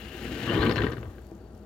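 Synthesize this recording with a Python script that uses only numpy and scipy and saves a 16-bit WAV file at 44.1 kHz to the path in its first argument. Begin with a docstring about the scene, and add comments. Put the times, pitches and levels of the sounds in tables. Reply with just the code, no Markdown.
"""The last soapy water runs out of a steel kitchen sink, heard from just above the basin.
First water rushes over the strainer and gurgles in the pipe while foam crackles. From 0.3 s big bubbles
boom in the trap. Near 0.5 s the drain starts to suck air: a dense churn, then separate slurps that thin
out by 1.3 s. Last, a few soap bubbles burst over a low room hum and a faint whistle."""
import sys
import numpy as np
from scipy import signal
from scipy.fft import rfft, irfft
from scipy.io import wavfile

SR = 44100
rng = np.random.default_rng(int(sys.argv[2]) if len(sys.argv) > 2 else 0)


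def log_audio(samples):
    """Write samples as a 16-bit WAV file to the path given in sys.argv[1]."""
    # one column per channel
    frames = np.atleast_2d(samples).T
    # limit to full scale, then quantise
    limited = np.clip(frames, -1, 1)
    pcm = np.round(limited * 32767).astype(np.int16)
    wavfile.write(sys.argv[1], SR, pcm)


N = 72765
T = np.arange(N) / SR

# spectrum of bursting soap bubbles: freq_hz, gain_db
SOAP_SPECTRUM = [(1500, -7), (3500, -2), (5500, 0), (7000, 2.5), (8000, -2.5), (10500, -3), (12500, 0),
                 (16000, -1.5)]


def amp(db):
    """Decibels to gain."""
    return 10 ** (np.asarray(db) / 20)


def unit(x):
    """Scale to rms 1."""
    return x / np.sqrt(np.mean(x ** 2))


def swell(points):
    """Gain curve through (time_s, level_db) points."""
    return amp(np.interp(T, *np.array(points).T))


def shape(x, response):
    """Filter by response(freq_hz)."""
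    freq_hz = np.fft.rfftfreq(2 * N, 1 / SR) + 1e-6
    return irfft(rfft(x, 2 * N) * response(freq_hz))[..., :N]


def gain_at(hz, points):
    """Gain at hz along (freq_hz, gain_db) points."""
    freq_hz, gain_db = np.array(points).T
    return amp(np.interp(np.log(hz), np.log(freq_hz), gain_db))


def tint(x, spectrum):
    """Apply a spectrum; rms 1."""
    return unit(shape(x, lambda f: gain_at(f, spectrum)))


def cut(x, hz, kind, order=2):
    """Butterworth low-pass or high-pass."""
    return signal.sosfilt(signal.butter(order, hz, kind, fs=SR, output="sos"), x)


def ring(x, modes):
    """Sum of damped resonances (freq_hz, width_hz, gain_db)."""
    return shape(x, lambda f: sum(amp(db) / (1 + 1j * (f * f - hz * hz) / (f * width_hz))
                                  for hz, width_hz, db in modes))


def resonance(x, hz, width_hz):
    """One resonance whose centre may move; rms 1."""
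    carrier = np.exp(2j * np.pi * np.cumsum(hz * np.ones(N)) / SR)
    return unit((cut(x / carrier, width_hz / 2, "low") * carrier).real)


def walk(rate_hz):
    """Smooth random drift; rms 1."""
    return unit(shape(rng.standard_normal(N), lambda f: np.exp(-(f / rate_hz) ** 2)))


def pops(per_s, spread_db):
    """Random clicks; spread_db makes a few larger."""
    size = amp(spread_db * np.minimum(rng.exponential(size=N), 5))
    return (rng.random(N) < per_s / SR) * size * rng.choice([-1, 1], N)


def tone(hz):
    """Slightly wavering sine; rms 1."""
    phase = 2 * np.pi * np.cumsum(hz * np.ones(N)) / SR
    return np.sqrt(2) * np.sin(phase + 0.99 * walk(rate_hz=6.2))


def room(rumble_db=-48):
    """Steady hum, low rumble and a thin, rough whistle."""
    hum_tones = [(59.5, -50), (210, -60.5), (334, -65), (630, -65.5)]  # room hum: pitch_hz, level_db
    rumble_spectrum = [(20, -24), (40, -14), (60, 0.5), (100, -3.5), (170, -11), (215, -4), (285, -16),
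                       (345, -7.5), (500, -16.5), (850, -20), (1100, -30.5), (1400, -28.5), (2200, -42.5),
                       (4000, -45), (16000, -58)]  # room rumble: freq_hz, gain_db
    whistle_levels = [(0, -88), (1.15, -83), (1.43, -77), (1.65, -84)]  # whistle envelope: time_s, level_db
    hum = sum(amp(db) * tone(hz) for hz, db in hum_tones)
    rumble = amp(rumble_db) * tint(rng.standard_normal(N), rumble_spectrum)
    whistle = swell(whistle_levels) * resonance(rng.standard_normal(N), hz=4543, width_hz=49)
    return hum + rumble + whistle


def foam(width_ratio=0.24):
    """Tiny soap bubbles burst, each size at its own pitch, loudest while the flow is fast."""
    levels = [(0, -62.5), (.2, -57.5), (.35, -58), (.6, -56), (.8, -57.5), (1.0, -66.5), (1.3, -70.5),
              (1.47, -76.5), (1.58, -73.5), (1.65, -76)]  # crackle envelope: time_s, level_db
    pitches_hz = np.geomspace(2470, 14900, 8)
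    crackle = sum(ring(pops(per_s=800, spread_db=4), [(hz, hz * width_ratio, 0)]) for hz in pitches_hz)
    return tint(crackle, SOAP_SPECTRUM) * swell(levels)


def bursts(tick_s=0.0005, width_ratio=0.074, ring_db=4, gain_db=0.5):
    """Larger soap bubbles snap: a sharp tick and a brief ring at a random pitch."""
    events = [(0.07, -48), (.275, -46), (0.552, -43), (.654, -35), (1.011, -46), (1.117, -55), (1.193, -51),
              (1.218, -51), (1.25, -52), (1.268, -47), (1.289, -48), (1.313, -51.5), (1.352, -49.5),
              (1.523, -53), (1.55, -53), (1.578, -49.5)]  # bursting bubbles: start_s, level_db
    out = np.zeros(N)
    for start_s, level_db in events:
        tick = rng.standard_normal(N) * (T > start_s) * np.exp(-np.abs(T - start_s) / tick_s)
        pitch_hz = rng.uniform(4500, 13000)
        pop = tint(tick + ring(tick, [(pitch_hz, pitch_hz * width_ratio, ring_db)]), SOAP_SPECTRUM)
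        out += amp(level_db + gain_db) * pop / np.abs(pop).max()
    return out


def rush(flicker_db=1.5):
    """Droplets rush over the strainer."""
    spectrum = [(300, -22.5), (550, -3), (800, -0.5), (1080, -12.5), (1550, 2), (2400, -2.5), (3000, -2.5),
                (4000, -8), (5500, -17.5), (7000, -19), (8000, -25), (16000, -24)]  # water on the strainer: freq_hz, gain_db
    levels = [(0, -48.5), (.14, -50), (.23, -44.5), (.32, -43), (.38, -40.5), (.47, -43), (.56, -46),
              (.68, -48.5), (.74, -51.5), (.86, -55), (.96, -73), (1.1, -67), (1.3, -77.5), (1.65, -74)]  # rush envelope: time_s, level_db
    drops = tint(pops(per_s=7900, spread_db=3), spectrum)
    return drops * amp(flicker_db * walk(rate_hz=50)) * swell(levels)


def mouth(x):
    """Ring of the drain mouth and steel basin."""
    modes = [(563, 80, 3.5), (667, 102, 3.5), (740, 41, -3), (832, 39, 3), (910, 65, -3), (992, 47, 3),
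             (1050, 36, 1.5), (1143, 63, 6), (1218, 54, 2), (1453, 65, 5), (1536, 86, 5.5), (1750, 116, 2),
             (2080, 53, -21), (2630, 130, -9), (2910, 113, -7.5), (3610, 38, -23.5), (4140, 92, -14)]  # mouth and basin resonances: freq_hz, width_hz, gain_db
    return cut(cut(ring(x, modes), 4243, "low", order=7), 637, "high")


def pipe(x):
    """Hollow ring of the waste pipe."""
    modes = [(67.4, 8, -1), (105, 28, 0.5), (132, 27.4, -1), (165.6, 24, 0.5), (219.9, 28, 1.5),
             (249.5, 29, 1.5), (296.1, 25, 1.5), (328, 17.3, 0), (351, 16.7, -4), (428, 16.4, -0.5)]  # air resonances of the pipe: freq_hz, width_hz, gain_db
    return cut(cut(ring(x, modes), 491, "low", order=5), 50, "high", order=4)


def churn():
    """Air and water churn in the drain mouth."""
    levels = [(0, -65), (.42, -48.5), (.49, -36.5), (.55, -36.5), (.58, -35.5), (.65, -31), (.685, -40.5),
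              (.715, -35.5), (.742, -48.5), (.775, -43.5), (.86, -46), (.95, -55.5), (1.1, -63),
              (1.3, -71.5), (1.65, -86)]  # churn envelope: time_s, level_db
    return unit(mouth(pops(per_s=1700, spread_db=1.3))) * swell(levels)


def gurgle():
    """Air pockets gurgle down the pipe."""
    levels = [(0, -47.5), (.13, -44.5), (.28, -37.5), (.42, -37.5), (.53, -27), (.66, -27.5), (.75, -29),
              (.85, -32), (.95, -42.5), (1.1, -47.5), (1.25, -59), (1.65, -51.5)]  # gurgle envelope: time_s, level_db
    return unit(pipe(pops(per_s=500, spread_db=1.5))) * swell(levels)


def wash():
    """Water washing through the strainer keeps the basin ringing."""
    levels = [(0, -63), (.45, -57), (.53, -37), (.58, -39), (.63, -36), (.70, -35.5), (.74, -47),
              (.78, -40.5), (.85, -43.5), (.93, -51), (1.0, -60), (1.06, -54), (1.15, -66), (1.65, -76)]  # basin ring envelope: time_s, level_db
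    ringing = mouth(pops(per_s=3000, spread_db=0))
    return unit(cut(ringing, 1230, "low", order=6)) * swell(levels)


def suction():
    """Air drawn through the strainer's wet gap rings higher as the gap narrows."""
    track = [(.3, 2830, -54), (.47, 2940, -45), (0.505, 2950, -37.5), (.53, 2980, -48), (.57, 3030, -37),
             (0.596, 3970, -52), (.627, 4250, -37), (0.649, 4150, -60), (.715, 4270, -52),
             (.738, 4270, -61), (.78, 4140, -42), (.85, 4130, -88)]  # gap resonance: time_s, pitch_hz, level_db
    time_s, pitch_hz, level_db = np.array(track).T
    gap = resonance(pops(per_s=1600, spread_db=0.5), np.interp(T, time_s, pitch_hz), width_hz=250)
    return gap * amp(np.interp(T, time_s, level_db))


def air_column(wobble_ratio=0.035, flutter_db=2.5):
    """The air column under the strainer sings and flutters."""
    track = [(0.501, 448, -57), (.555, 436.3, -35), (.6, 424.3, -32), (.67, 440.6, -34), (.73, 432.4, -41),
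             (.78, 395.2, -42), (.85, 423.2, -33), (.89, 444, -39), (1.0, 434, -72)]  # column tone: time_s, pitch_hz, level_db
    time_s, pitch_hz, level_db = np.array(track).T
    note = tone(np.interp(T, time_s, pitch_hz) * (1 + wobble_ratio * walk(rate_hz=49.5)))
    return note * amp(np.interp(T, time_s, level_db, left=-70) + flutter_db * walk(rate_hz=37))


def booms(attack_cycles=0.65, chirp_per_s=0.18):
    """Big bubbles in the trap swell, ring and rise a little in pitch."""
    bubbles = [(0.314, 61, -38, 0.087), (0.386, 125.7, -36, 0.056), (.505, 344, -26.5, 0.016),
               (0.474, 120, -29.5, .03), (.53, 109, -22.5, .03), (.585, 68.7, -22.5, 0.03),
               (.603, 323.3, -23.5, 0.025), (.66, 226.4, -21, 0.027), (.68, 333, -26.5, 0.023),
               (.765, 106.6, -26, 0.058), (0.791, 66.3, -29.5, 0.082), (.836, 222, -25.5, 0.022),
               (.875, 118.2, -30.5, 0.032), (.965, 372, -34.5, 0.016), (0.973, 115.6, -36.5, 0.056),
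               (1.055, 87.7, -34.5, .045), (1.3145, 328, -38.5, 0.018), (1.406, 361, -41.5, .01)]  # trap bubbles: start_s, pitch_hz, peak_db, decay_s
    out = np.zeros(N)
    for start_s, pitch_hz, peak_db, decay_s in bubbles:
        age_s = np.maximum(T - start_s, 0)
        cycles = pitch_hz * age_s
        envelope = (1 - np.exp(-(cycles / attack_cycles) ** 2)) * np.exp(-age_s / decay_s)
        phase = 2 * np.pi * cycles * (1 + chirp_per_s * age_s)
        out += amp(peak_db) * envelope / envelope.max() * np.sin(phase)
    return out


def splash(age_s, decay_s):
    """Decaying noise burst; energy near 1."""
    return rng.standard_normal(N) * (age_s > 0) * np.exp(-age_s / decay_s) * np.sqrt(2 / (decay_s * SR))


def squelch(age_s, gap_hz, decay_s=0.0041, width_ratio=0.0793):
    """An air gap rings briefly at a fluttering pitch."""
    flutter = unit(cut(rng.standard_normal(N), gap_hz * width_ratio, "low"))
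    phase = 2 * np.pi * np.cumsum(gap_hz * (1 + width_ratio * flutter)) / SR
    return (1 - np.exp(-10 * age_s / decay_s)) * np.exp(-age_s / decay_s) * np.sin(phase)


def slurps(mouth_db=-1.5, pipe_db=-1, gap_db=-4.5):
    """Air breaks through the strainer: snap and spray ring the mouth, the gap squelches, the pipe thumps."""
    breaks = [(.478, -27, -14, 1610, 4), (0.497, -25.5, -4, 2935, 6.5), (0.519, -26.5, 0, 1590, 0),
              (.545, -26, -3.5, 2820, 0), (.553, -24.5, -7, 3110, -1), (.608, -23.5, -3, 4000, -11.5),
              (.620, -22.5, -1, 4150, -6), (.630, -17.5, -5, 1776, -3), (0.637, -22, 0, 1716, 0),
              (.664, -19.5, -3, 3100, -3), (.671, -20.5, -5, 2035, -3.5), (0.695, -19.5, 4, 4160, -7),
              (.711, -19.5, -1, 5180, -10), (.721, -25.5, 2, 4770, -4), (.759, -19.5, -11, 5500, -14),
              (0.767, -19, -4, 3000, -3), (.781, -20, -10, 1645, -1.5), (.788, -23, -16, 1650, 7),
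              (.805, -25, 8, 1602, 2), (.819, -19, -12, 1803, -1.5), (0.822, -22.5, -7, 3560, -10),
              (.836, -23.5, -8, 1480, 3), (.843, -20.5, -3, 3160, -8.5), (.850, -28, -6, 1482, -9),
              (.867, -20, -2, 1712, -4), (.874, -31.5, -7, 1800, -16), (0.884, -30, -3, 1600, 2),
              (.901, -37.5, 2, 1195, 7), (.919, -30, 0, 5400, -13.5), (0.923, -29, -1.5, 4202, -12),
              (0.933, -27.5, 1, 1688, -5), (.969, -32, -3.5, 1600, 1), (.981, -36, 8.5, 1085, 1),
              (1.03, -33.5, 5, 1585, -5), (1.056, -44, -3, 1400, -3), (1.183, -43, -7, 1608, 0),
              (1.316, -54.5, 22, 570, 15)]  # air breaks: start_s, level_db, thump_rel_db, gap_hz, squelch_rel_db
    air, squelches, thumps = np.zeros((3, N))
    for start_s, level_db, thump_rel_db, gap_hz, squelch_rel_db in breaks:
        age_s = np.maximum(T - start_s, 0)
        snap = signal.unit_impulse(N, int(start_s * SR))
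        spray = splash(age_s, decay_s=0.004)  # the film tears
        slosh = splash(age_s, decay_s=0.0035)
        air += amp(level_db) * (spray - snap)
        thumps += amp(level_db + thump_rel_db) * (slosh / 2 - snap)
        squelches += amp(level_db + squelch_rel_db) * squelch(age_s, gap_hz)
    click = signal.unit_impulse(N)
    mouth_ring = mouth(air) / np.abs(mouth(click)).max()
    pipe_ring = pipe(thumps) / np.abs(pipe(click)).max()
    return amp(mouth_db) * mouth_ring + amp(pipe_db) * pipe_ring + amp(gap_db) * squelches


def scene(echo_decay_s=0.025, left_echo_db=-13.5, right_echo_db=1, right_lag_s=0.00003):
    """The left side faces the drain; the right gets more echo off the steel walls. Foam lies all around."""
    balance = [(50, 2.5), (300, 3.5), (650, 7), (1000, 5.5), (1500, 14), (2000, 14), (3000, 18.5),
               (4200, 17.5), (6000, 11.5), (8500, 8), (14000, 14)]  # stereo balance: freq_hz, left_minus_right_db
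    sound = slurps() + booms() + rush() + churn() + gurgle() + wash()
    sound += suction() + air_column() + bursts() + room()
    tails = rng.standard_normal((2, N)) * np.exp(-T / echo_decay_s) * np.sqrt(2 / (echo_decay_s * SR))
    echoes = signal.fftconvolve(cut(sound, 508, "high", order=4)[None], tails, axes=1)[:, :N]
    delayed = shape(sound, lambda f: np.exp(-2j * np.pi * f * right_lag_s))
    left = sound + amp(left_echo_db) * echoes[0] + foam()
    right = delayed + amp(right_echo_db) * echoes[1] + foam()
    return np.array([shape(left, lambda f: 2 / (1 + 1 / gain_at(f, balance))),
                     shape(right, lambda f: 2 / (1 + gain_at(f, balance)))])


def record(dry):
    """Steep low-pass on the top treble."""
    top_hz = 15850
    return signal.sosfilt(signal.ellip(10, 0.2, 80, top_hz, fs=SR, output="sos"), dry)


dry = scene()
out = record(dry)
log_audio(out)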